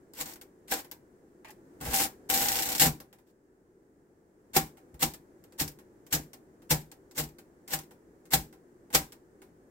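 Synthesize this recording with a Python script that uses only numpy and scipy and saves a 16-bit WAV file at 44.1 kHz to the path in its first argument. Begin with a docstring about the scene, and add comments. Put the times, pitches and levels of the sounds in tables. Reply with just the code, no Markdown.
"""An old mechanical calculator on a wooden table in a quiet room.
Two keys slide down and latch; the handle rubs; the add mechanism takes up slack and runs twice,
gears rattling and a pawl ticking, then hits its stop; nine more keys follow, with touches and lifts.
Contacts are impulses, rubs and gears trains of tiny impulses; they drive the decaying resonances
of the steel parts, the sheet-metal case and the table, over coloured-noise room tone."""
import sys
import numpy as np
from scipy import signal
from scipy.fft import rfft, irfft, next_fast_len
from scipy.io import wavfile
from scipy.ndimage import uniform_filter1d

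SR = 44100
rng = np.random.default_rng(int(sys.argv[2]) if len(sys.argv) > 2 else 0)


def inscribe(sig):
    """Save sig as 16-bit PCM at rate SR to the path in sys.argv[1].

    A 1-D sig is mono; a 2-D sig holds one channel per row.
    Samples are clipped to [-1, 1] before scaling.
    """
    pcm = np.round(np.clip(np.atleast_2d(sig).T, -1, 1) * 32767)
    wavfile.write(sys.argv[1], SR, pcm.astype(np.int16))


N = 427769
RING_S, CUTOFF_HZ = .6, 15800
TIME = np.arange(N) / SR
AGE = np.arange(int(RING_S * SR)) / SR

# Event levels are drive levels: each body adds its own gain.
# key presses: [bottom t/s, slide lead/s, latch lead/s, slide level/dB, steel level/dB, case level/dB,
#  thud level/dB, plate level/dB, knock f/Hz, knock level/dB, clack f/Hz, clack level/dB]
KEYS = [(0.2109, 0.064, .001, -32, -26, -44.5, -52.5, -51, 610, -51, 1190, -45),
        (0.7220, 0.047, .009, -37, -19, -31.5, -63, -29.5, 507, -30, 1627, -26.5),
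        (4.5650, 0.032, 0.0023, -22.5, -10.5, -25, -30, -21, 370, -13.5, 1350, -31.5),
        (5.0267, 0.034, 0.0042, -27.5, -11, -28, -32.5, -31.5, 320, -45, 1320, -28),
        (5.6115, .033, 0.015, -30.5, -16.5, -36, -32, -43, 318, -31, 1470, -44),
        (6.1360, 0.031, 0.0097, -32, -14, -34, -30, -36, 336, -39, 1710, -39),
        (6.7123, .020, .006, -26.5, -10.5, -25, -28, -37, 338, -41, 1100, -31),
        (7.1983, 0.051, .020, -32.5, -19, -38.5, -34.5, -48, 463, -32, 1310, -41),
        (7.7346, 0.06, 0.00102, -30.5, -19, -34, -39.5, -37, 592, -32, 1700, -33),
        (8.3357, .030, .002, -22, -10, -27.5, -28, -25, 420, -37, 1635, -31),
        (8.9498, .023, 0.0019, -18.5, -10, -25, -31.5, -29, 400, -26, 1160, -20)]
# latch relative to the bottoming that follows: [steel level/dB, case level/dB, thud level/dB]
LATCH_REL_DB = (-2.64, -5, -8)
# swell of the stem's scrape as its spring is loaded
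SLIDE_SWELL_DB = 24
# finger lands lightly on a key: [t/s, steel level/dB]
TOUCHES = [(0.1357, -34), (0.681, -36), (4.943, -46), (5.523, -45.5), (6.0658, -38.5), (6.62, -52),
           (7.111, -40), (7.6784, -30.5), (8.2546, -45.5)]
TOUCH_CASE_DB = -53.5
# finger lifts, key springs back: [t/s, steel level/dB]
LIFTS = [(0.413, -31.5), (0.9135, -24), (4.7711, -50), (5.1373, -29), (5.7877, -46), (6.3327, -32.5),
         (6.916, -34.5), (7.3851, -37.5), (7.9092, -47.5), (8.5267, -48.5), (9.1217, -33.5)]
# rub level is relative to the lift's steel level
LIFT_CASE_DB, LIFT_RUB_REL_DB, LIFT_RUB_S = -50.5, -21, 0.011
# key spring settles in random ticks, weaker with age
SETTLE_FROM_S, SETTLE_TO_S = .04, .11
SETTLE_STEEL_DB, SETTLE_CASE_DB, SETTLE_DB_PER_S = -29.5, -53, 127.5
# key or lever rubs in its guide: [start t/s, length/s, level/dB]
RUBS = [(0.257, .069, -48), (0.752, .057, -44.5), (3.264, .046, -74)]
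# single ticks and knocks (catches, levers, gear teeth, a finger on the case, two keys' second hits):
#  [t/s, steel level/dB, case level/dB]
TICKS = [(0.2578, -26, -45), (0.2873, -39, -66), (0.3354, -30, -55), (0.3581, -36, -49),
         (0.7377, -15, -31.5), (0.846, -38, -48), (1.447, -50, -49), (1.484, -44, -50), (1.5055, -36, -50),
         (1.8113, -27.5, -37), (1.8526, -28, -34.5), (1.91, -25, -40), (1.935, -18, -35),
         (2.0015, -10, -29.5), (2.0357, -15, -42), (3.002, -31, -44), (3.1283, -42, -50.5),
         (3.1859, -48, -58), (5.4395, -43.5, -56), (5.6783, -23, -48.5), (6.1491, -11.5, -31),
         (7.2374, -26, -52), (7.7889, -26, -49), (8.9034, -60, -45.5), (9.418, -53, -47)]

# gear train takes up slack, runs, runs again, rattles out against the stop: [start t/s, length/s,
#  steel level/dB, case level/dB, thud level/dB, sag/(dB/s), singing f/Hz, singing level/dB re steel]
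RUNS = [(1.799, 0.12, -51.5, -42.5, -40.5, -95, 9420, -20), (1.927, 0.12, -25.5, -32, -43, 51, 9600, -8),
        (2.288, .480, -28, -32, -43.5, 34, 12280, -8), (2.8, 0.068, -19, -28.5, -37.5, 150.5, 12600, -11.5)]
RUN_ATTACK_S, RUN_RELEASE_S = .012, .025
# share of a run's sag heard in each body: [steel, case, table]
SAG_SHARE = (1, .55, .3)
# offset from the singing f, as a share of it; the peak ends at twice this
SINGING_WIDTH = 0.064
# ratchet pawl in the long run, each gap a little shorter than the last
PAWL_START_S, PAWL_GAP_S, PAWL_QUICKEN_S = 2.298, .0382, .00058
PAWL_DB = -26.5
# mechanism hits its stop and comes to rest: [t/s, steel level/dB, case level/dB, thud level/dB,
#  plate level/dB, knock f/Hz, knock level/dB, clack f/Hz, clack level/dB]
STOP = [(2.797, -4.5, -36, -37.5, -38.5, 604, -39, 1600, -34),
        (2.817, -6.5, -29, -36.5, -29, 342, -37, 1540, -31),
        (2.8601, -19, -31.5, -26, -41.5, 318, -34, 1750, -31)]
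# handle rubs dully as taken up, hardest at first: [start t/s, length/s, level/dB, fade/(dB/s)]
HANDLE = (1.445, .068, -49, 100)
# colour of the handle's rub: [f/Hz, level/dB per Hz]
HANDLE_TONE = [(400, -18), (800, 6), (1500, -5), (2000, 1), (2550, 3), (3300, -19), (7000, -17),
               (15000, -40)]

# dense resonances of the steel parts: [f/Hz, level/dB per Hz]
STEEL = [(900, -25.5), (1600, -3.5), (2200, -2), (3200, -3.5), (4200, -2.5), (5300, 0.5), (6300, -1.5),
         (7600, 1.5), (9000, -2), (10700, -6.5), (12600, 3), (15500, -1.5)]
# dense resonances of the case: [f/Hz, level/dB per Hz]
CASE = [(150, -10), (330, 2), (600, -4.5), (850, 3.5), (1150, -4), (1600, -4.5), (2200, -8), (3500, -15)]
# separate modes of the sheet-metal case: [f/Hz, level/dB, t60/s]
CASE_MODES = [(303, -3.5, 0.21), (384, -5.5, 0.15), (492, -5, .08), (598.4, -7.5, 0.086), (761, -1.5, 0.16),
              (814, -0.5, 0.054), (895, -10.5, 0.029), (1096, -2.5, 0.036), (1355, -7, .08),
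              (1902, -6, 0.07)]
# note of the top plate
PLATE_HZ, PLATE_T60_S = 778.5, 0.15
# machine on its table: [f/Hz, level/dB, t60/s]
TABLE_MODES = [(55.7, -15, .16), (75, -10, 0.2), (122, -8.5, .15), (151.4, 2.5, 0.27), (165.1, -5.5, 0.14),
               (238, -6.5, 0.062), (278.3, -11.5, 0.08)]
# dull boom of the table top: [f/Hz, level/dB per Hz]
BOOM = [(20, -23), (55, -9), (78, -3), (100, -14), (145, 2), (195, -4.5), (245, 0), (330, -8.5),
        (500, -22.5), (1200, -55.5)]
# machine rocks back after a blow; level relative to the thud
ROCK_AFTER_S, ROCK_REL_DB = .048, -12
# hand rocks the machine: [t/s, level/dB]
LEANS = [(1.872, -33), (4.936, -42.5)]

# colour of the room tone: [f/Hz, level/dB per Hz]
ROOM_TONE = [(22, -21), (50, -9.5), (90, -12), (130, -9.5), (240, -7), (365, -1), (620, -16.5), (1250, -25),
             (1750, -24.5), (2500, -38), (3700, -43.5), (7500, -35.5), (11000, -43), (16000, -41.5)]
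# rms of the room tone: [t/s, level/dB]
ROOM_LEVEL = [(0, -58.5), (1.401, -59), (1.8, -54.5), (2.8, -55), (3.2, -64), (4.35, -62), (4.641, -57.5),
              (9.7, -58.7)]
# left-right correlation of noise: [f/Hz, correlation]
LIKENESS = [(100, 1), (300, 0.93), (600, 0.74), (1100, -0.29), (2000, -0.024), (4000, -0.033),
            (16000, 0.025)]
# left-right balance of noise: [f/Hz, left minus right level/dB]
LEAN = [(150, 3.5), (1000, -2.3), (2500, 1.5), (4500, -0.5), (6500, -2), (9000, 5.5), (13000, 3),
        (16000, 4)]


def steel_parts(blows, slide):
    """Bright clatter of levers, stems and gear teeth: eight parts, each with its own dense resonance."""
    heavy = clicks(blows[:, 0], blows[:, 1])
    bounces = from_db(-8.0) * shaken(heavy, t60_s=.05) + from_db(-25.0) * shaken(heavy, t60_s=0.22)
    chatter = (bounces + from_db(1) * slide) * grains(per_s=1100, spread_db=7.0)
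    teeth = from_db(3) * gears(body=0) + shaken(pawl(count=15), t60_s=0.065)
    force = from_db(8.5) * heavy + chatter + teeth * grains(per_s=330, spread_db=5.0)
    out = 0
    for share in dealt(force, count=8, size=48):
        response = dense(varied_steel(2.0), crack_db=1.5, crack_t60_s=.005, ring_t60_s=.06,
                         room_db=-12.0, room_t60_s=0.19)
        out = out + sounded(share, response, pan_db=0)
    return out


def varied_steel(spread_db):
    """Steel spectrum with random band levels: no two parts resonate alike."""
    return [(hz, db + spread_db * rng.standard_normal()) for hz, db in STEEL]


def strikes():
    """Keys hitting bottom and the mechanism hitting its stop; rows as in STOP."""
    return np.array([(s, *sound) for s, _, _, _, *sound in KEYS] + STOP)


def latches():
    """Latch catches just before bottom: [t/s, steel level/dB, case level/dB, thud level/dB]."""
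    keys = np.array(KEYS)
    return np.column_stack([keys[:, 0] - keys[:, 2], keys[:, 4:7] + LATCH_REL_DB])


def scraping():
    """Friction of stems: swells up to the latch, holds to the bottom, returns briefly at the lift."""
    force = np.zeros(N)
    lift_rubs = [(s, LIFT_RUB_S, db + LIFT_RUB_REL_DB) for s, db in LIFTS]
    for s, length, db in RUBS + lift_rubs:
        force[during(s, length)] += from_db(db)
    for s, slide, latch, slide_db, *_ in KEYS:
        down = during(s - slide, slide)
        swell_db = np.interp(TIME[down], [s - slide, s - latch], [-SLIDE_SWELL_DB, 0])
        force[down] += from_db(slide_db + swell_db)
    return force


def key_ticks(count):
    """Light contacts around each press: touch, settling spring, lift; rows as in TICKS."""
    rows = [(s, db, TOUCH_CASE_DB) for s, db in TOUCHES]
    rows += [(s, db, LIFT_CASE_DB) for s, db in LIFTS]
    for s, *_ in KEYS:
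        for age in SETTLE_FROM_S + (SETTLE_TO_S - SETTLE_FROM_S) * rng.random(count):
            loss_db = SETTLE_DB_PER_S * age
            rows.append((s + age, SETTLE_STEEL_DB - loss_db, SETTLE_CASE_DB - loss_db))
    return rows


def light_ticks(ticks):
    """Single ticks and knocks on steel: each has its own colour, bounces once and dies quickly."""
    out = np.zeros((2, N + len(AGE)))
    for s, db, _ in ticks:
        response = dense(varied_steel(2.3), crack_db=3.5, crack_t60_s=0.0037, ring_t60_s=0.05,
                         room_db=-9.5, room_t60_s=.16)
        tick = from_db(db + 10.5) * response
        at = round(s * SR)
        again = round((s + rng.uniform(.002, 0.0055)) * SR)
        out[:, at:at + len(AGE)] += tick
        out[:, again:again + len(AGE)] += from_db(-5.0) * tick
    return out[:, :N]


def run_shape(start, length, sag_db_per_s):
    """A run picks up quickly, changes in dB at the sag rate (negative: grows), and lets go."""
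    gate = np.interp(TIME - start, [0, RUN_ATTACK_S, length, length + RUN_RELEASE_S], [0, 1, 1, 0])
    return gate * from_db(-sag_db_per_s * np.clip(TIME - start, 0, length))


def gears(body):
    """Force envelope of the gear train on one body (0 steel, 1 case, 2 table)."""
    return sum(from_db(levels[body]) * run_shape(s, length, sag * SAG_SHARE[body])
               for s, length, *levels, sag, _, _ in RUNS)


def pawl(count):
    """The pawl drops over the ratchet: one impulse for each tooth."""
    gaps = PAWL_GAP_S - PAWL_QUICKEN_S * np.arange(count - 1)
    return clicks(PAWL_START_S + np.append(0, np.cumsum(gaps)), PAWL_DB)


def singing_gears():
    """In each run the teeth keep one narrow steel resonance ringing."""
    out = 0
    for s, length, steel_db, _, _, sag, hz, singing_db in RUNS:
        force = from_db(steel_db + singing_db) * run_shape(s, length, sag)
        peak = [(hz * (1 - 2 * SINGING_WIDTH), -40), (hz, 0), (hz * (1 + 2 * SINGING_WIDTH), -40)]
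        response = unit_energy(stereo_noise(peak, size=len(AGE)) * dying(0.077))
        out = out + sounded(force * grains(per_s=740, spread_db=0), response, pan_db=0.5)
    return out


def handle():
    """Stick and slip in the handle's bearing: fading grains through a short coloured ring."""
    s, length, db, fade_db_per_s = HANDLE
    envelope = from_db(db - fade_db_per_s * np.clip(TIME - s, 0, length)) * during(s, length)
    response = unit_energy(stereo_noise(HANDLE_TONE, size=len(AGE)) * dying(0.025))
    return sounded(envelope * grains(per_s=1000, spread_db=7), response, pan_db=2.5)


def case(blows, ticks, slide):
    """Hollow clack of the housing: separate panel modes plus a dense wash."""
    heavy, light = clicks(blows[:, 0], blows[:, 2]), clicks(ticks[:, 0], ticks[:, 2])
    chatter = from_db(-1.5) * shaken(heavy, t60_s=.1) + from_db(-5.0) * shaken(light, t60_s=0.086)
    chatter = chatter + from_db(-4) * slide
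    keys = from_db(20.5) * (heavy + light) + chatter * grains(per_s=1500, spread_db=4.5)
    drive = gears(body=1) * grains(per_s=450, spread_db=11.0)
    panels = modal(CASE_MODES, lag_s=0.000054)
    wash = dense(CASE, crack_db=0.5, crack_t60_s=0.0033, ring_t60_s=0.071, room_db=-3, room_t60_s=0.24)
    return (sounded(from_db(-6.5) * keys + from_db(-9) * drive, panels, pan_db=3.5)
            + sounded(from_db(-1.0) * keys + from_db(-0.5) * drive, wash, pan_db=0))


def panel_notes(blows):
    """Each blow sounds the top plate and the two panel notes of the place where it lands."""
    out = np.zeros((2, N + len(AGE)))
    plate = modal([(PLATE_HZ, 0, PLATE_T60_S)], lag_s=0.00013)
    for s, _, _, _, plate_db, knock_hz, knock_db, clack_hz, clack_db in blows:
        knock = from_db(knock_db + 15.5) * modal([(knock_hz, 0, .085)], lag_s=.00006)
        clack = from_db(clack_db + 18.5) * modal([(clack_hz, 0, .06)], lag_s=0.00055)
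        at = round(s * SR)
        out[:, at:at + len(AGE)] += from_db(plate_db + 25.5) * plate + knock + clack
    return out[:, :N]


def plate_drone():
    """Turning gears keep the top plate singing, unsteady in pitch and strength."""
    waver, throb = (x / x.std() for x in uniform_filter1d(rng.standard_normal((2, N)), size=550))
    phase = 2 * np.pi * np.cumsum(PLATE_HZ + 19 * waver) / SR
    build_up = shaken(gears(body=0), t60_s=.05) / dying(.05).sum()
    right_lag_rad = np.array([[0], [.5]])
    return build_up * from_db(-4.5 + 2 * throb) * np.sin(phase - right_lag_rad)


def table(blows):
    """Heavy blows ring the table and rock the machine on it; the gears only make it rumble."""
    heavy = clicks(blows[:, 0], blows[:, 3])
    rocks_back = clicks(blows[:, 0] + ROCK_AFTER_S, blows[:, 3] + ROCK_REL_DB)
    bumps = rocks_back + clicks(*np.transpose(LEANS))
    rumble = from_db(-3.5) * gears(body=2) + from_db(-7.5) * shaken(heavy, t60_s=0.29)
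    boom = unit_energy(stereo_noise(BOOM, size=len(AGE)) * dying(0.12))
    boom_force = from_db(20.5) * heavy + rumble * grains(per_s=1500, spread_db=4.5)
    booming = sounded(boom_force, boom, pan_db=-1)
    ring_force = from_db(27.5) * heavy + from_db(19) * bumps
    ringing = sounded(ring_force, modal(TABLE_MODES, lag_s=.00003), pan_db=2.0)
    rock_modes = modal([(52.4, -2, 0.18), (76, 0, 0.13)], lag_s=.00003)
    rocking = sounded(from_db(22.5) * bumps, rock_modes, pan_db=0)
    high_pass = signal.butter(2, 28, "high", fs=SR, output="sos")
    return signal.sosfilt(high_pass, booming + ringing + rocking)


def room_tone():
    """A soft rush of air: coloured noise with a slowly changing level."""
    s, db = np.transpose(ROOM_LEVEL)
    noise = stereo_noise(ROOM_TONE, size=next_fast_len(N, True))[:, :N]
    return from_db(np.interp(TIME, s, db)) * noise


def clicks(times_s, levels_db):
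    """One impulse for each contact."""
    out = np.zeros(N)
    at = np.clip(np.round(times_s * SR).astype(int), 0, N - 1)
    np.add.at(out, at, from_db(levels_db))
    return out


def grains(per_s, spread_db):
    """Tiny contacts of uneven size, unevenly spaced; rms 1."""
    step = SR / per_s
    count = int(N / step)
    place, size, sign = rng.random((count, 3)).T
    x = np.zeros(N)
    at = ((np.arange(count) + place) * step).astype(int)
    x[at] = np.sign(sign - .5) * from_db(spread_db * (2 * size - 1))
    return x / x.std()


def shaken(blows, t60_s):
    """Envelope of loose parts that go on chattering for a moment after each blow."""
    return signal.fftconvolve(blows, dying(t60_s))[:N]


def dealt(force, count, size):
    """Hand each short stretch of a force (size in samples) to one of several parts."""
    owner = np.repeat(rng.integers(0, count, N // size + 1), size)[:N]
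    return [force * (owner == k) for k in range(count)]


def during(start_s, length_s):
    """True while something lasts."""
    return (TIME >= start_s) * (TIME < start_s + length_s)


def modal(modes, lag_s):
    """Decaying sines, alternating in sign, that reach the right channel a little late."""
    age = np.maximum(AGE - np.array([[0], [abs(lag_s)]]), 0)
    out = 0
    for k, (hz, db, t60_s) in enumerate(modes):
        out = out + (-1) ** k * from_db(db) * dying(t60_s) * np.sin(2 * np.pi * hz * age)
    return unit_energy(out)


def dense(spectrum, crack_db, crack_t60_s, ring_t60_s, room_db, room_t60_s):
    """Countless close modes as decaying noise: a crack, a short ring and the tail of the room."""
    crack = from_db(crack_db) * dying(crack_t60_s)
    tail = from_db(room_db) * dying(room_t60_s)
    return unit_energy(stereo_noise(spectrum, size=len(AGE)) * (crack + dying(ring_t60_s) + tail))


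def sounded(force, response, pan_db):
    """A force convolved with a body's response; pan is left minus right."""
    return signal.fftconvolve(force[None], response, axes=1)[:, :N] * from_db([[pan_db / 2], [-pan_db / 2]])


def stereo_noise(spectrum, size):
    """Coloured noise with left-right correlation and balance set by frequency; rms 1."""
    hz = np.arange(size // 2 + 1) * SR / size
    alike = np.clip(at_hz(LIKENESS, hz), -1, 1)
    mid, side = rfft(rng.standard_normal((2, size)))
    ears = np.array([[1], [-1]])
    gain = from_db(at_hz(spectrum, hz) + ears * at_hz(LEAN, hz) / 2)
    x = irfft(gain * (np.sqrt(1 + alike) * mid + np.sqrt(1 - alike) * side * ears), size)
    return x / x.std()


def at_hz(points, hz):
    """Interpolate a table over log frequency."""
    f, value = np.transpose(points)
    return np.interp(np.log(hz + 1), np.log(f), value)


def dying(t60_s):
    """Exponential decay, -60 dB at t60."""
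    return np.exp(-np.log(1000) * AGE / max(t60_s, 1e-4))


def unit_energy(x):
    """Scale a stereo response to unit energy, averaged over the channels."""
    return x / np.sqrt(np.mean(np.sum(x ** 2, axis=-1)))


def from_db(db):
    """dB to amplitude."""
    return 10 ** (np.asarray(db) / 20)


def scene():
    """Keys and gears drive the steel parts, the housing and the table, over the room tone."""
    blows = np.vstack([strikes()[:, :4], latches()])
    ticks, slide = np.array(key_ticks(count=2) + TICKS), scraping()
    works = steel_parts(blows, slide) + light_ticks(ticks) + singing_gears() + handle()
    housing = case(blows, ticks, slide) + panel_notes(strikes()) + plate_drone()
    return works + housing + table(blows) + room_tone()


def record(dry):
    """Steep elliptic low-pass."""
    return signal.sosfilt(signal.ellip(12, .2, 95, CUTOFF_HZ, fs=SR, output="sos"), dry)


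dry = scene()
out = record(dry)
inscribe(out)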